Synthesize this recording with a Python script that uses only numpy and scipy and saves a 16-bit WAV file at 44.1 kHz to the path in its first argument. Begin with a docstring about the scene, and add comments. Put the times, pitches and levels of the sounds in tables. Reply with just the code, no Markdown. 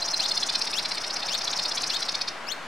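"""Two grebes duet on a pond: their trills interlock, a low and a high note in turn, 16 a second each.
Each note is a whistle fluttered by a second, slower membrane and shaped by the throat.
A third bird to the left gives rising chirps, built from a gliding tone and its overtones.
Reeds and banks echo the birds as fading scattered noise, over a distant broad hum of shaped noise."""
import sys
import numpy as np
from scipy import signal
from scipy.fft import rfft, irfft
from scipy.io import wavfile
from scipy.ndimage import uniform_filter1d

SR = 44100
rng = np.random.default_rng(int(sys.argv[2]) if len(sys.argv) > 2 else 0)


def linear_from_db(decibels):
    """Turn decibels (scalar or array-like) into linear amplitude factors; 0 gives 1."""
    return 10 ** (np.asarray(decibels, float) / 20)


def dump(signal):
    """Clip the signal to [-1, 1] and save it as 16-bit WAV at the path in sys.argv[1]."""
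    limited = np.clip(np.atleast_2d(signal).T, -1, 1)
    pcm = np.round(limited * 32767).astype(np.int16)
    wavfile.write(sys.argv[1], SR, pcm)


N = 117747  # length in samples


def table(points, hz):
    """Read (Hz, value) points on a log-frequency axis."""
    p = np.array(points, float)
    return np.interp(np.log(np.maximum(hz, 1)), np.log(p[:, 0]), p[:, 1])


def unit(x):
    """Scale to rms 1."""
    return x / np.sqrt(np.mean(np.abs(x) ** 2))


def smooth(x, k):
    """Average over k samples, twice, along the last axis."""
    return uniform_filter1d(uniform_filter1d(x, k), k)


def walk(rate, n=N):
    """Smooth random wander of rms 1; a higher rate (Hz) wanders faster."""
    return unit(smooth(rng.standard_normal(n), max(int(SR / rate), 1)))


def resonance(hz, centre_hz, width_hz):
    """Gain of a steep resonance over a faint skirt."""
    d = (hz - centre_hz) / width_hz
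    skirt = linear_from_db(-20.5) / (1 + (d / 4) ** 2)
    return np.exp(-d ** 2 / 4) + skirt


def pan(x, db):
    """Make the left louder than the right by db."""
    return x * linear_from_db(np.array([[db / 2], [-db / 2]]))


def hum():
    """Smooth distant noise with a shaped spectrum; the bass is nearly the same left and right."""
    # colour of the hum: f/Hz, relative level/dB
    colour = [(20, -29), (70, -17.5), (100, -13), (170, -6.5), (500, -6), (620, 0.5), (1300, -1),
              (2000, -4.5), (3000, -10), (5000, -16.5), (7000, -23), (10000, -29), (13000, -41),
              (16000, -46.5)]
    # difference between the ears, against the shared part: f/Hz, level/dB
    side_level = [(20, -45), (60, -27), (110, -28), (250, -14.5), (700, -10), (2400, -10.5), (5000, -7),
                  (15000, -12.5)]
    # left over right: f/Hz, level/dB
    balance = [(60, 0.044), (200, 0), (500, 1.98), (1300, 2.13), (4400, 1.07), (15000, .5)]
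    # slow change of the band around 720 Hz: t/s, level/dB
    band_level = [(0, 2), (.3, 1.5), (.5, 0), (1.5, 0.5), (2.67, -2)]
    hz = np.fft.rfftfreq(N, 1 / SR)
    mid, side = rfft(rng.standard_normal((2, N))) * linear_from_db(table(colour, hz))
    both = mid + side * linear_from_db(table(side_level, hz)) * np.array([[1], [-1]])
    both = both * linear_from_db(table(balance, hz) * np.array([[0.5], [-0.5]]))
    band = np.exp(-(np.log(np.maximum(hz, 1) / 720) / 0.334) ** 4)
    band_gain = linear_from_db(np.interp(np.arange(N) / SR, *np.array(band_level).T))
    noise = irfft(both * (1 - band), N) + band_gain * irfft(both * band, N)
    drift_db = 0.5 * walk(1.35)
    return unit(noise) * linear_from_db(-37.5 + drift_db)


def echo(x):
    """Scattered returns from water, reeds and banks: fading noise, partly different left and right."""
    late_db, late_t60_s = -11.5, 0.383  # T60: time to fade by 60 dB; levels before the treble damping
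    early_db, early_t60_s = -12, 0.044
    side_db, damping = -6, 0.097
    t = np.arange(SR // 2) / SR
    noise = rng.standard_normal((2, len(t)))
    mid, side = signal.lfilter([1 - damping], [1, -damping], noise)
    decay = 0
    for db, t60 in ((late_db, late_t60_s), (early_db, early_t60_s)):
        # the square root makes the energy of the fade independent of its length
        decay = decay + linear_from_db(db) * linear_from_db(-60 * t / t60) * np.sqrt(2 * np.log(1000) / t60 / SR)
    onset = np.clip(t / 0.00352, 0, 1)
    returns = decay * onset * (mid + linear_from_db(side_db) * side * np.array([[1], [-1]]))
    return signal.fftconvolve(x.mean(axis=0)[None], returns, axes=1)[:, :N]


def chirps():
    """A tone with overtones glides up, then jumps to a closing high note, a little different each time."""
    # chirps: start t/s, level/dB, stretch of the shape in time, pitch factor,
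    # extra level of the closing high note/dB
    calls = [(0.1893, -33, 0.97, 1.0, -6.5), (.723, -32, 1.128, 0.989, -20.5), (1.279, -32, 1.2, 1.0, -5),
             (1.889, -32, 1.068, 1.0, -3), (2.465, -31.5, 0.984, 0.988, 1.5)]
    # shape before stretch and pitch factor: t/s from the start, pitch f/Hz, level/dB
    shape = np.array([(0, 2200, -16.5), (.012, 2410, -11.5), (.024, 2725, -5.5), (.036, 3051, -9),
                      (.05, 3440, -3.5), (.055, 3750, 2.5), (.059, 4377, 4), (.063, 4370, -5),
                      (.069, 4360, -1), (0.075, 4342, -25.5)], float)
    # overtones, the fundamental first: level/dB
    overtones_db = [0, -1.5, -7, -8.5, -11, -18.5]
    # what the chirping throat passes: f/Hz, level/dB
    throat = [(2000, -3), (3800, 1), (4500, -0.5), (6000, 1), (6900, -8), (7700, -12.5), (8700, -15.5),
              (10500, -17.5), (13000, -12.5), (16000, -26.5), (22000, -40)]
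    jump_s, flutter_db = 0.0596, 2  # jump: start of the closing note, before the stretch
    closing_overtones_db = -16  # for each two steps up the overtones
    t, out = np.arange(N) / SR, np.zeros(N)
    for start_s, db, stretch, factor, closing_db in calls:
        a, b = int(start_s * SR), int((start_s + stretch * shape[-1, 0]) * SR)
        u = (t[a:b] - start_s) / stretch
        hz = factor * np.interp(u, shape[:, 0], shape[:, 1])
        wobble = 1 + 0.0062 * walk(590.3, SR // 8)[:b - a]
        turns = np.cumsum(hz * wobble) / SR
        level = db + np.interp(u, shape[:, 0], shape[:, 2])
        level = level + closing_db * np.clip((u - jump_s) / 0.0031, 0, 1)
        fade = signal.windows.tukey(b - a, 0.1)
        for k, over_db in enumerate(overtones_db, 1):
            closing = (k - 1) * closing_overtones_db * (u > jump_s) / 2
            flicker = np.sqrt(k) * flutter_db * walk(385, SR // 8)[:b - a]
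            gain = linear_from_db(level + over_db + closing + table(throat, k * hz) + flicker)
            audible = k * hz < SR / 2
            out[a:b] += np.sqrt(2) * gain * audible * np.sin(2 * np.pi * k * turns) * fade
    return pan(out, 10)


def trill(notes, voice, sides):
    """Each note: lines at whistle + k * flutter, weighted by a throat that bends at both ends of the note."""
    # what neck and bill pass of the trill: f/Hz, level/dB
    neck = [(1800, -6.5), (2400, -0.5), (3000, -8.5), (3500, 2), (4700, -0.5), (5400, 2.5), (6000, 0.5),
            (6600, 0), (7500, 0), (10000, 0), (11500, -13.5), (16000, -4.5)]
    throat_wander_hz, pitch_follows_throat = 248.5, 0.1203
    half_rate, spread_turns = 0.507, 0.1315
    echo_drag_s = 0.0009  # a note's echo pulls its heard centre this much later
    attack, hold, release, rise0, rise1, jitter, noise_db, pan_db, octave_db, twelfth_db = voice
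    margin = 2000  # spare samples at either end
    out, sides = np.zeros(N + 2 * margin), np.array(sides, float)
    n = 1600  # samples worked out for each note
    t = np.arange(n) / SR
    length = attack + hold + release
    fade_in = np.sin(np.pi / 2 * np.clip(t / attack, 0, 1)) ** 2
    fade_out = np.sin(np.pi / 2 * np.clip((length - t) / release, 0, 1)) ** 2
    env = fade_in * fade_out
    centre_s = np.sum(t * env ** 2) / np.sum(env ** 2)
    u = np.clip(2 * t / length - 1, -1, 1)  # -1 at the start, 0 midway, 1 at the end
    bend = u ** 2 * np.where(u < 0, rise0, rise1)
    mean_bend = np.mean(bend * env) / np.mean(env)
    k = np.arange(-8, 36)[:, None] / 2  # line numbers in half steps, for the half-rate flutter
    whole = k % 1 == 0
    for s, db, whistle_hz, flutter_hz, throat_hz, width_hz, half in notes:
        whistle_path = whistle_hz * (1 + jitter * walk(313, n)) + pitch_follows_throat * bend
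        whistle = np.cumsum(whistle_path) / SR + rng.random()
        flutter_path = flutter_hz * (1 + 2 * jitter * walk(390, n))
        flutter = np.cumsum(flutter_path) / SR + rng.random()

        hz = whistle_hz + k * flutter_hz
        chest_db, beak_db = (np.interp(s, sides[:, 0], sides[:, c]) for c in (1, 2))
        throat_path = throat_hz + throat_wander_hz * walk(149.4, n) + bend - mean_bend
        throat = resonance(hz, throat_path, 0.774 * width_hz)
        chest = linear_from_db(chest_db + 6.5) * resonance(hz, 2389, 275)
        beak = linear_from_db(beak_db - 2) * env * resonance(hz, 8990, 930)
        top = linear_from_db(beak_db - 15.5) * resonance(hz, 14600, 1000)
        gain = (throat + chest + beak + top) * linear_from_db(table(neck, hz))
        gain = gain * np.where(whole, 1, half_rate * np.sqrt(np.clip(half, 0, 1)))

        # half-rate lines and those far from the whistle are not locked to it
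        turns = rng.standard_normal(k.shape) * np.where(whole & (abs(k) < 4), spread_turns, 1)
        breath = smooth(rng.standard_normal((len(k), n)), 30) * np.sqrt(45)  # back to about rms 1
        rough = 1 + linear_from_db(noise_db) * breath
        lines = gain * rough * np.exp(2j * np.pi * (whistle + k * flutter + turns))
        z = env * np.sum(lines, axis=0)
        z /= np.abs(z).max()
        # the membrane is not linear: powers of the tone add the octave and the twelfth
        note = np.real(z + linear_from_db(octave_db) * z ** 2 + linear_from_db(twelfth_db) * z ** 3)
        note *= linear_from_db(db) / np.sqrt(np.sum(note ** 2) / (0.01228 * SR))  # energy as if spread over 12.28 ms
        i = int((s - echo_drag_s - centre_s) * SR) + margin
        out[i:i + n] += note
    return pan(out[margin:N + margin], pan_db)


def low_bird():
    """The lower voice of the duet: short fluttered whistles whose throat sinks and rises again."""
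    # notes: heard centre t/s, level/dB, whistle f/Hz, flutter f/Hz, throat f/Hz,
    # throat width/Hz before trill() narrows it, half-rate flutter share before its root and scaling
    notes = [(0.0269, -25.5, 4152, 729, 4282, 274, 0.028), (0.0859, -26.5, 4220, 690.3, 4365, 502, 0.102),
             (0.1434, -23, 4107, 728, 4212, 243, 0.02), (0.2038, -22, 4136, 553.6, 4346, 254, 0.04),
             (0.2612, -24.5, 4177, 585.6, 4410, 477, 0.078), (0.3188, -22, 4179, 709.4, 4300, 404, 0.07),
             (0.3772, -22, 4268, 684.5, 4280, 490, 0.041), (0.4339, -23, 4192, 710.3, 4230, 484, 0.037),
             (0.4986, -23, 4096, 551.5, 4116, 600, 0.1), (0.5563, -21.5, 4233, 573.7, 4367, 612, 0.06),
             (0.6198, -23, 4813, 589, 4813, 448, 0.097), (0.6758, -27, 4303, 543, 4423, 621, 0.29),
             (0.7382, -26.5, 4754, 553.7, 4565, 488, 0.58), (0.7953, -26.0, 4680, 653.6, 4520, 560, 0.155),
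             (0.8576, -26, 4743, 609.2, 4461, 616.9, 0.25), (0.9192, -26, 4678, 657, 4740, 514, 0.155),
             (0.9806, -27.5, 4294, 643.4, 4456, 568, 0.123), (1.0453, -28.5, 4305, 578.6, 4500, 595, 0.49),
             (1.1072, -28.5, 4901, 543.5, 4760, 500, 0.244), (1.1673, -26.5, 4828, 648.5, 4658, 465, 0.17),
             (1.2315, -28.5, 4772, 539, 4450, 559, 0.11), (1.2917, -27, 4246, 632, 4110, 563, 0.19),
             (1.3527, -26.5, 4147, 541.7, 4183, 524.6, 0.2), (1.417, -29, 4259, 618.3, 4460, 717, 0.22),
             (1.4796, -25, 4675, 587, 4730, 687, 0.1), (1.535, -26.5, 4263, 606.7, 4460, 548, 0.32),
             (1.5964, -24, 4225, 590, 4232, 479, 0.2), (1.6583, -24.5, 4211, 569.4, 4180, 416, 0.226),
             (1.7201, -26.5, 4231, 723.5, 4450, 596, 0.27), (1.7801, -25, 4527, 548.5, 4370, 577, 0.64),
             (1.8394, -25, 4727, 589.4, 4413, 470, 0.51), (1.9046, -25, 4076, 600.6, 4410, 603, 0.2),
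             (1.9668, -25.5, 4411, 640, 4496, 564, 0.334), (2.0283, -25, 4714, 622, 4350, 581.5, 0.122),
             (2.0921, -24.5, 4422, 645.4, 4660, 579, 0.81), (2.1529, -24.5, 4329, 676, 4530, 665, 0.01),
             (2.2175, -24.5, 4386, 647.7, 4594, 560, 0.67), (2.2851, -26.5, 4315, 637.2, 4555, 614, 0.19)]
    # voice: attack/s, hold/s (negative: the fades overlap), release/s, throat rise at start/Hz,
    # at end/Hz, whistle jitter share, breath noise/dB, left over right/dB, octave/dB, twelfth/dB
    voice = (0.0242, -0.007, 0.01, 1199, 1500, 0.0168, -6.5, 0.39, -21, -32)
    # side resonances before the shifts in trill(): t/s, chest level/dB, beak level/dB
    sides = [(0, -25, -32.5), (.4, -25, -25), (.7, -11.5, -27.5), (1.2, -13, -33.5), (1.6, -21, -34.5),
             (1.9, -17, -31.5), (2.3, -18.5, -31)]
    return trill(notes, voice, sides)


def high_bird():
    """The higher voice of the duet, with a slower attack; its throat starts low and rises in each note."""
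    # notes: heard centre t/s, level/dB, whistle f/Hz, flutter f/Hz, throat f/Hz,
    # throat width/Hz before trill() narrows it, half-rate flutter share before its root and scaling
    notes = [(0.0045, -34, 5327, 584, 5280, 716, 0.235), (0.0558, -27.5, 5148, 677, 5410, 552, 0.75),
             (0.113, -26.5, 5343, 540, 5725, 436, 0.24), (0.1732, -27, 5865, 575, 5716, 365, 0.094),
             (0.2309, -28, 4954, 689, 5030, 999, 0.29), (0.2911, -26, 5667, 648.5, 5530, 485, 0.19),
             (0.3529, -29, 5420, 577, 5470, 695, 0.33), (0.4115, -29, 5400, 600, 5315, 668, 0.06),
             (0.4702, -29.5, 5570, 568.4, 5430, 693, 0.35), (0.5322, -30.5, 5302, 557, 5060, 933, 0.42),
             (0.5901, -31, 5464, 623, 5440, 407.5, 0.25), (0.6505, -31, 5336, 689.5, 5340, 566, 0.18),
             (0.7094, -31.5, 5409, 634, 5130, 423, 0.17), (0.7681, -31.5, 5300, 620, 5300, 500, 0.26),
             (0.8308, -32.5, 4763, 544.5, 4930, 632, 0.21), (0.8938, -33, 5402, 701, 5162, 628, 0.3),
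             (0.9506, -31.5, 5338, 648.4, 5097, 481.5, 0.07), (1.016, -32.5, 5303, 610, 5140, 525, 0.08),
             (1.0761, -31, 5298, 598, 5190, 456, 0.16), (1.1393, -30, 5416, 637, 5340, 351, 0.05),
             (1.1992, -32, 5385, 633, 5050, 506, 0.253), (1.2622, -29.5, 4751, 654, 5095, 469, 0.1),
             (1.3271, -28.5, 5300, 641, 5260, 500, 0.21), (1.3853, -28.5, 5357, 586, 5250, 393.9, 0.05),
             (1.448, -27.5, 5360, 612.4, 5345, 438.6, 0.07), (1.5088, -28.5, 5516, 591.4, 5370, 506, 0.15),
             (1.571, -26.5, 5387, 598, 5373, 422, 0.05), (1.6327, -27, 5333, 565.4, 5430, 560, 0.35),
             (1.692, -28.5, 5423, 703.6, 5230, 470, 0.1), (1.7548, -28.5, 5770, 654, 5640, 436, 0.103),
             (1.8161, -29, 5420, 536, 5370, 535, 0.45), (1.8753, -29, 5287, 539.6, 5670, 466.1, 0.402),
             (1.9369, -30, 5325, 682.7, 5220, 500, 0.122), (2.0017, -30.5, 5358, 614, 5140, 426, 0.16),
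             (2.0583, -33, 5231, 545.6, 5200, 496, 0.22), (2.1227, -33.5, 5213, 603.6, 5043, 550, 0.223),
             (2.1856, -38.5, 4814, 642, 5170, 549, 0.07)]
    # voice: attack/s, hold/s, release/s, throat rise at start/Hz, at end/Hz (negative: lower),
    # whistle jitter share, breath noise/dB, left over right/dB, octave/dB, twelfth/dB
    voice = (0.03, 0.05, 0.0678, -700, -400, 0.0688, -4.5, 0.94, -25, -21.5)
    # side resonances before the shifts in trill(): t/s, chest level/dB, beak level/dB
    sides = [(0, -21.5, -23.5), (.3, -23.5, -15.5), (.6, -17.5, -10.5), (.9, -18.5, -10), (1.2, -23.5, -19),
             (1.6, -27, -19.5), (1.8, -23.5, -13.5), (2.2, -24, -18)]
    return trill(notes, voice, sides)


def scene():
    """Birds, their echo and the hum."""
    birds = low_bird() + high_bird() + chirps()
    return birds + echo(birds) + hum()


def roll_off(x):
    """The treble ends steeply here."""
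    return signal.sosfilt(signal.butter(12, 15820, fs=SR, output="sos"), x)


def record(dry):
    """Add a small steady offset to the sound and finish the mix."""
    offset = -0.0057  # of full scale
    return roll_off(dry + offset)


dry = scene()
out = record(dry)
dump(out)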